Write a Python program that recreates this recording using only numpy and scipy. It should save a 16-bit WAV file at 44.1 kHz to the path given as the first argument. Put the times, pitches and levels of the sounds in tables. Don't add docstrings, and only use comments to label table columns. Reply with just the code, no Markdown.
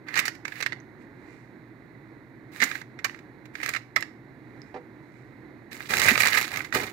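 import sys
import numpy as np
from scipy import signal
from scipy.fft import rfft, irfft
from scipy.io import wavfile
from scipy.ndimage import uniform_filter1d

SR = 44100
rng = np.random.default_rng(int(sys.argv[2]) if len(sys.argv) > 2 else 0)


def unload_audio(sound):
    columns = np.transpose(np.atleast_2d(sound))
    steps = np.round(np.clip(columns, -1, 1) * 32767)
    wavfile.write(sys.argv[1], SR, steps.astype(np.int16))


N = 305348
T = np.arange(N) / SR

# f/Hz, level/dB
SLIDING_FILM = [(60, -27), (500, 1.5), (1000, 5), (1700, 1.5), (3000, 0.5), (6000, -7), (9000, -3),
                (13000, -6), (16000, -0.5)]


def brushing(folds_db=-4):
    # firmest at t/s, lead-in/s, trail/s, level/dB, treble gain/dB
    stroke_rows = [(0.189, 0.12, 0.11, -39.5, -12), (0.60, 0.15, 0.037, -49.5, -1.5),
                   (2.66, 0.14, .16, -46, 1.5), (3.07, 0.024, 0.14, -63.5, -1), (3.67, 0.13, 0.12, -47, -2)]
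    crackle = mottle(creases(per_s=980, spread_db=2.0, hiss_db=4.0), depth_db=2.5)
    crackle = crackle + undb(folds_db) * small_folds(per_s=100, spread_db=39)
    strokes = 0
    for s, lead_s, trail_s, db, treble_db in stroke_rows:
        strokes = strokes + brighten(crackle, treble_db) * press(s, lead_s, trail_s, db)
    return tint(strokes, SLIDING_FILM)


def press(s, lead_s, trail_s, db, touch_db=-15, lift_db=-13.5, edge_s=0.0049):
    swell_db = np.interp(T, [s - lead_s, s, s + trail_s], [touch_db, 0, lift_db])
    outside_s = np.maximum(np.maximum(s - lead_s - T, T - s - trail_s), 0)
    return undb(db + swell_db) * np.exp(-2 * outside_s / edge_s)


def creases(per_s, spread_db, hiss_db, even_s=0.02, lag_s=0.00018):
    chance, size, place = rng.random(N), rng.exponential(size=N), rng.standard_normal(N)
    strength = undb(spread_db * np.minimum(size, 4))
    clicks = (chance < per_s / SR) * strength * rng.choice([-1, 1], N)
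    arrival = np.clip(np.arange(N) + np.round(place * lag_s * SR).astype(int), 0, N - 1)
    left = np.bincount(arrival, clicks, N)
    x = unit(np.array([left, clicks])) + undb(hiss_db) * rng.standard_normal((2, N))
    power = uniform_filter1d(x[1] ** 2, int(even_s * SR))
    return x / np.sqrt(power + 1e-9)


def small_folds(per_s, spread_db, settle_s=0.00097, size=512):
    chance, strength = rng.random(N), rng.random(N)
    flips = (chance < per_s / SR) * undb(spread_db * strength)
    shiver = convolve(flips, np.exp(-T[:size] / settle_s))
    return unit(mottle(shiver * rng.standard_normal((2, N)), depth_db=3.5))


def mottle(x, depth_db):
    out = 0
    for hz in 1000 * 2. ** np.arange(4):
        band = signal.filtfilt(*signal.butter(3, hz * np.sqrt(2), fs=SR), x)
        out = out + band * undb(depth_db * walk(per_s=160))
        x = x - band
    return out + x


def snaps(shiver_db=-10, lag_s=.0001, onset_s=0.0011, facet_db=2.5, size=2048):
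    # t/s (the click follows 1 ms later), relative level/dB, brightness/dB, settling time/s
    # the first cluster of each stroke is the brush landing; those after 5.8 s come from the pull
    fold_rows = [(0.085, -24.5, -4, 0.0055), (0.141, -21, 2.5, 0.0029), (0.156, -16, 2, 0.0054),
                 (0.164, -14.5, -2, 0.012), (0.174, -13, 2.5, 0.01), (0.191, -4.5, 3.5, 0.0028),
                 (0.199, -17.5, 10, 0.0014), (0.254, -22, 8, 0.012), (0.28, -14.5, 3.5, 0.0038),
                 (0.35, -37, 3.5, 0.005), (0.452, -16.5, -3, 0.0032), (0.48, -20, -1.5, 0.0021),
                 (0.521, -26.5, -7, .006), (0.604, -16, -4, 0.0016), (0.61, -16.5, 0.5, 0.0012),
                 (0.625, -15, 0, 0.0066), (0.662, -12.5, -0.5, 0.0039), (0.722, -20.5, -9, 0.002),
                 (0.729, -21, -7.5, 0.0018), (2.602, -17.5, 0, 0.011), (2.617, -15, 3.5, .003),
                 (2.623, -6, -2.5, 0.0049), (2.631, -14.5, -1, 0.0072), (2.638, -16.5, 11, 0.0041),
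                 (2.714, -17, -10, 0.0037), (2.753, -21.5, -5, 0.0037), (2.815, -23.5, -4.5, 0.0024),
                 (2.989, -29.5, -3, 0.0061), (3.045, -11.5, 4, 0.0056), (3.096, -24, -8, 0.00098),
                 (3.145, -32, -5, 0.0022), (3.19, -34.5, -2, 0.0021), (3.455, -38.5, 2.5, 0.0055),
                 (3.553, -22.5, -2, 0.0032), (3.601, -27.5, -12, 0.0042), (3.63, -20.5, 1.5, 0.013),
                 (3.661, -18, 8.5, 0.0011), (3.691, -14, 6.5, 0.0019), (3.737, -17, 1, 0.0032),
                 (3.748, -21.5, -1, 0.009), (3.762, -18, -2.5, 0.0076), (3.962, -5.5, 0.5, 0.0017),
                 (4.007, -35, 12.5, .003), (4.025, -15.5, -2.5, .002), (5.907, -18, 3, .0023),
                 (5.936, -8, -5, 0.0023), (6.089, -9, 0, 0.0037), (6.155, -6, -11, 0.0024),
                 (6.177, -6, 0.5, 0.002), (6.205, -6.5, -14, 0.0019), (6.265, -8.5, -12, 0.0022),
                 (6.377, -15.5, 8, 0.0051), (6.572, -19.5, 8, .0023), (6.605, -17, -27, .0023),
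                 (6.646, -26.5, 1.5, 0.0054), (6.725, -15.5, -4, 0.0023), (6.801, -22, -11, 0.0029)]
    # f/Hz, level/dB
    fold_colour = [(40, -25.5), (220, -1), (550, 0.5), (900, 3.5), (1400, 6), (2100, 1.5), (3200, -1),
                   (6500, -7), (9000, -9.5), (13000, -15.5), (16000, -14)]
    body_db, scatter_db = -3.5, 1.5
    out, t = np.zeros((2, N)), np.arange(-size, size) / SR
    hz = np.geomspace(300, 14000, 60)
    for s, db, bright_db, settle_s in fold_rows:
        shiver = rng.standard_normal((2, 2 * size)) * undb(3.66 * rng.standard_normal(2 * size))
        envelope = np.exp(-np.maximum(t / max(settle_s, 1e-4), -t / onset_s))
        x = undb(shiver_db) * shiver * envelope
        x[0, size + int(rng.normal() * lag_s * SR)] += 2
        x[1, size] += 2
        full_db = body_db + scatter_db * rng.normal()
        slope_hz = [300, 1100, 2100, 5500, 14000]
        slope_db = [0.22 * full_db, full_db, 0, 0.92 * bright_db, 1.87 * bright_db]
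        slope = np.interp(np.log(hz), np.log(slope_hz), slope_db)
        octaves = np.log2(hz / 4500) - rng.uniform(-1.47, 1)
        facet = facet_db * np.exp(-octaves ** 2 / 0.057)
        snap = convolve(x, colour(np.c_[hz, slope + facet], size=512))
        add(out, s + 0.001017 - size / SR, undb(db) * snap)
    return tint(out, fold_colour) * undb(-8.5)


def slaps(rise_s=.002, fade_s=.008, size=4096):
    # t/s, level/dB
    slap_rows = [(2.622, -27.5), (3.047, -30.5), (3.963, -25)]
    # f/Hz, level/dB
    wet_bristles = [(200, -7), (450, -9), (700, 0), (1150, 3.5), (1600, -10.5), (2600, -10), (6000, -26)]
    out, t = np.zeros((2, N)), T[:size]
    for s, db in slap_rows:
        envelope = (1 - np.exp(-t / rise_s)) * np.exp(-t / fade_s)
        add(out, s, undb(db) * rng.standard_normal((2, size)) * envelope)
    return tint(out, wet_bristles)


def thuds(fade_s=0.012, size=4096):
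    # t/s, level/dB
    thud_rows = [(0.192, -42.5), (2.623, -32.5), (2.643, -38.5), (2.714, -48), (3.964, -49), (6.112, -26.5)]
    # f/Hz, level/dB
    flesh = [(50, -26.5), (130, -15), (260, 1.5), (420, -10), (700, -15), (1500, -25)]
    out = np.zeros((2, N))
    for s, db in thud_rows:
        add(out, s, undb(db) * rng.standard_normal(size) * np.exp(-T[:size] / fade_s))
    return tint(out, flesh)


def pulling(folds_db=-1):
    # start t/s, hold/s, level/dB, treble gain/dB, rumble level against the film/dB
    tug_rows = [(5.707, .17, -55, 3.5, -10), (5.887, 0.19, -38.5, 5.5, 0.5), (6.047, 0.044, -32, -3.5, -10),
                (6.132, 0.031, -43, 8.5, -3), (6.187, 0.084, -36, 2.5, -7), (6.308, 0.11, -38.5, 2.5, -11),
                (6.502, 0.088, -47.5, 1, 2.5), (6.724, 0.02, -35, 3.5, 1), (6.797, 0.035, -47.5, 4, 5.5)]
    # f/Hz, level/dB
    load_colour = [(20, -50), (50, -17), (100, 2), (200, -7), (320, 3), (480, -9), (750, -2.5), (1300, -11),
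                   (3000, -34)]
    crackle = creases(per_s=1200, spread_db=1.5, hiss_db=-2.5)
    crackle = mottle(crackle, depth_db=4.5) * undb(3.2 * walk(per_s=110))
    crackle = crackle + undb(folds_db) * small_folds(per_s=60, spread_db=12)
    rub = creases(per_s=300, spread_db=1.5, hiss_db=-9)
    film, load_gain = 0, 0
    for s, hold_s, db, treble_db, rumble_db in tug_rows:
        gain = tug(s, hold_s, db)
        film = film + gain * brighten(crackle, treble_db)
        load_gain = load_gain + gain * undb(rumble_db)
    return tint(film, SLIDING_FILM) + tint(rub * load_gain, load_colour)


def tug(s, hold_s, db, grip_s=0.023, sag_db_per_s=4, release_s=0.044):
    age = np.maximum(T - s, 0)
    grip = np.minimum(age / grip_s, 1)
    glide = np.exp(-np.maximum(age - hold_s, 0) / release_s)
    return undb(db - sag_db_per_s * age) * grip * glide


def bowl(knock_db=-4, knock_s=0.01, ring_db=-13, size=16384):
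    # t/s, relative level/dB
    knock_rows = [(4.742, -33.5), (4.751, -45), (4.761, -35.5), (4.771, -39), (6.757, -21), (6.831, -35)]
    # f/Hz, relative level/dB, 60 dB decay time/s
    modes = [(300.7, 3, 0.3), (381, 3, 0.19), (489, 2.5, 0.13), (590, -16, .08), (756, 1, 0.11),
             (923, -3, 0.059), (1020, -12, 0.057), (1970, -13, 0.025)]
    # f/Hz, level/dB
    handle = [(100, -10), (300, 8), (900, 8.5), (1500, -11.5), (2500, -17.5), (4500, -25), (7000, -32),
              (12000, -44)]
    rings, knocks, t = np.zeros((2, N)), np.zeros((2, N)), T[:size]
    for s, db in knock_rows:
        ring = 0
        for hz, mode_db, t60 in modes:
            phase = rng.uniform(0, 2 * np.pi)
            ring = ring + undb(mode_db - 60 * t / t60) * np.sin(2 * np.pi * hz * t + phase)
        add(rings, s, undb(db + ring_db) * ring * (1 - np.exp(-t / 0.0013)))
        add(knocks, s, undb(db + knock_db) * rng.standard_normal(size) * np.exp(-t / knock_s))
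    return rings + tint(knocks, handle)


def grazing():
    # strongest at t/s, lead-in/s, trail/s, level/dB
    graze_rows = [(1.02, .04, 0.041, -72.5), (1.32, 0.17, 0.19, -71), (4.68, 0.33, 0.18, -77),
                  (5.17, 0.23, 0.21, -76.5)]
    # f/Hz, level/dB
    grazed_film = [(500, -20), (2000, 13), (3500, 2), (7000, 1), (9000, 4.5), (15000, -25)]
    whisper = creases(per_s=400, spread_db=15.0, hiss_db=2)
    return tint(whisper * sum(press(*row) for row in graze_rows), grazed_film)


def bubbles(cycles=7, size=1024):
    # t/s, f/Hz, relative level/dB
    pop_rows = [(.802, 6200, -54.5), (4.618, 5160, -48)]
    out, t = np.zeros((2, N)), T[:size]
    for s, hz, db in pop_rows:
        add(out, s, undb(db + 4) * np.sin(2 * np.pi * hz * t) * np.exp(-hz * t / cycles))
    return out


def kitchen(x, near_db=-7, near_t60=0.038, room_db=-17, room_t60=0.32, wall_hz=11000, size=32768):
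    t = T[:size]
    near = diffuse(size) * undb(-60 * t / near_t60) * (t > .0007)
    far = lowpass(diffuse(size), wall_hz) * undb(-60 * t / room_t60) * (t > .006)
    echoes = undb(near_db) * unit(near) + undb(room_db) * unit(far)
    return x + convolve(x, echoes / np.sqrt(size))


def diffuse(size, alike_hz=900):
    x = rng.standard_normal((2, size))
    bass = lowpass(x, alike_hz)
    return x - bass + np.sqrt(2) * bass.mean(axis=0)


def appliance(noise_db=-51.0, apart=0.43, waver_db=1):
    # f/Hz, level/dB
    air_colour = [(20, -51), (42, -13), (85, -12.5), (125, 2.5), (180, -7.5), (310, 1), (450, -11.5),
                  (600, -16), (900, -16.5), (1300, -26), (2000, -31), (3000, -43.5), (4000, -39.5),
                  (5200, -52)]
    # f/Hz, amplitude/dB
    hum_rows = [(120, -60), (320, -60.5)]
    air = tint(rng.standard_normal(N) + apart * rng.standard_normal((2, N)), air_colour)
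    waver = walk(per_s=7)
    hum = sum(undb(db) * np.sin(2 * np.pi * hz * T + waver) for hz, db in hum_rows)
    return undb(noise_db + waver_db * waver) * unit(air) + hum


def walk(per_s):
    knots = np.arange(0, T[-1], 1 / per_s)
    levels = rng.standard_normal(N)
    return np.interp(T, knots, levels[:len(knots)])


def undb(db):
    return 10 ** (np.asarray(db) / 20)


def unit(x):
    return x / np.sqrt(np.mean(x ** 2))


def convolve(x, response):
    return signal.fftconvolve(np.atleast_2d(x), np.atleast_2d(response), axes=-1)[:, :N]


def colour(points, size=4096):
    hz, db = np.transpose(points)
    bins = np.maximum(np.arange(size // 2 + 1) * SR / size, 1)
    level_db = np.interp(np.log(bins), np.log(hz), db)
    cepstrum = irfft(np.log(undb(level_db)))
    cepstrum[1:size // 2] *= 2
    cepstrum[size // 2 + 1:] = 0
    return irfft(np.exp(rfft(cepstrum)))


def tint(x, points):
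    response = colour(points)
    return convolve(x, response / np.linalg.norm(response))


def lowpass(x, hz):
    return signal.lfilter(*signal.butter(1, min(hz, .45 * SR), fs=SR), x)


def brighten(x, treble_db, split_hz=3200):
    low = signal.filtfilt(*signal.butter(2, split_hz, fs=SR), x)
    return low + undb(treble_db) * (x - low)


def add(out, s, x):
    i = max(int(s * SR), 0)
    out[:, i:i + x.shape[-1]] += x[..., :N - i]


def scene():
    film = brushing() + grazing() + pulling() + snaps()
    fillet = slaps() + thuds()
    return kitchen(film + fillet + bowl() + bubbles()) + appliance()


def record(dry, top_hz=15600):
    # f/Hz, level/dB
    port = [(60, 1.5), (400, 4.5), (800, 4), (1200, 9), (1600, 17.5), (2050, 24.5), (2600, 14), (3200, 5.5),
            (4000, 13.5), (4900, 10.5), (7000, 9), (10000, -7), (12500, 5), (16000, -3.5)]
    ports = np.vstack([dry[0], convolve(dry[1], colour(port))[0]])
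    hiss = undb(-80) * rng.standard_normal((2, N))
    top_cut = signal.ellip(8, .2, 70, top_hz, fs=SR, output="sos")
    return signal.sosfilt(top_cut, np.tanh(ports + hiss))


dry = scene()
out = record(dry)
unload_audio(out)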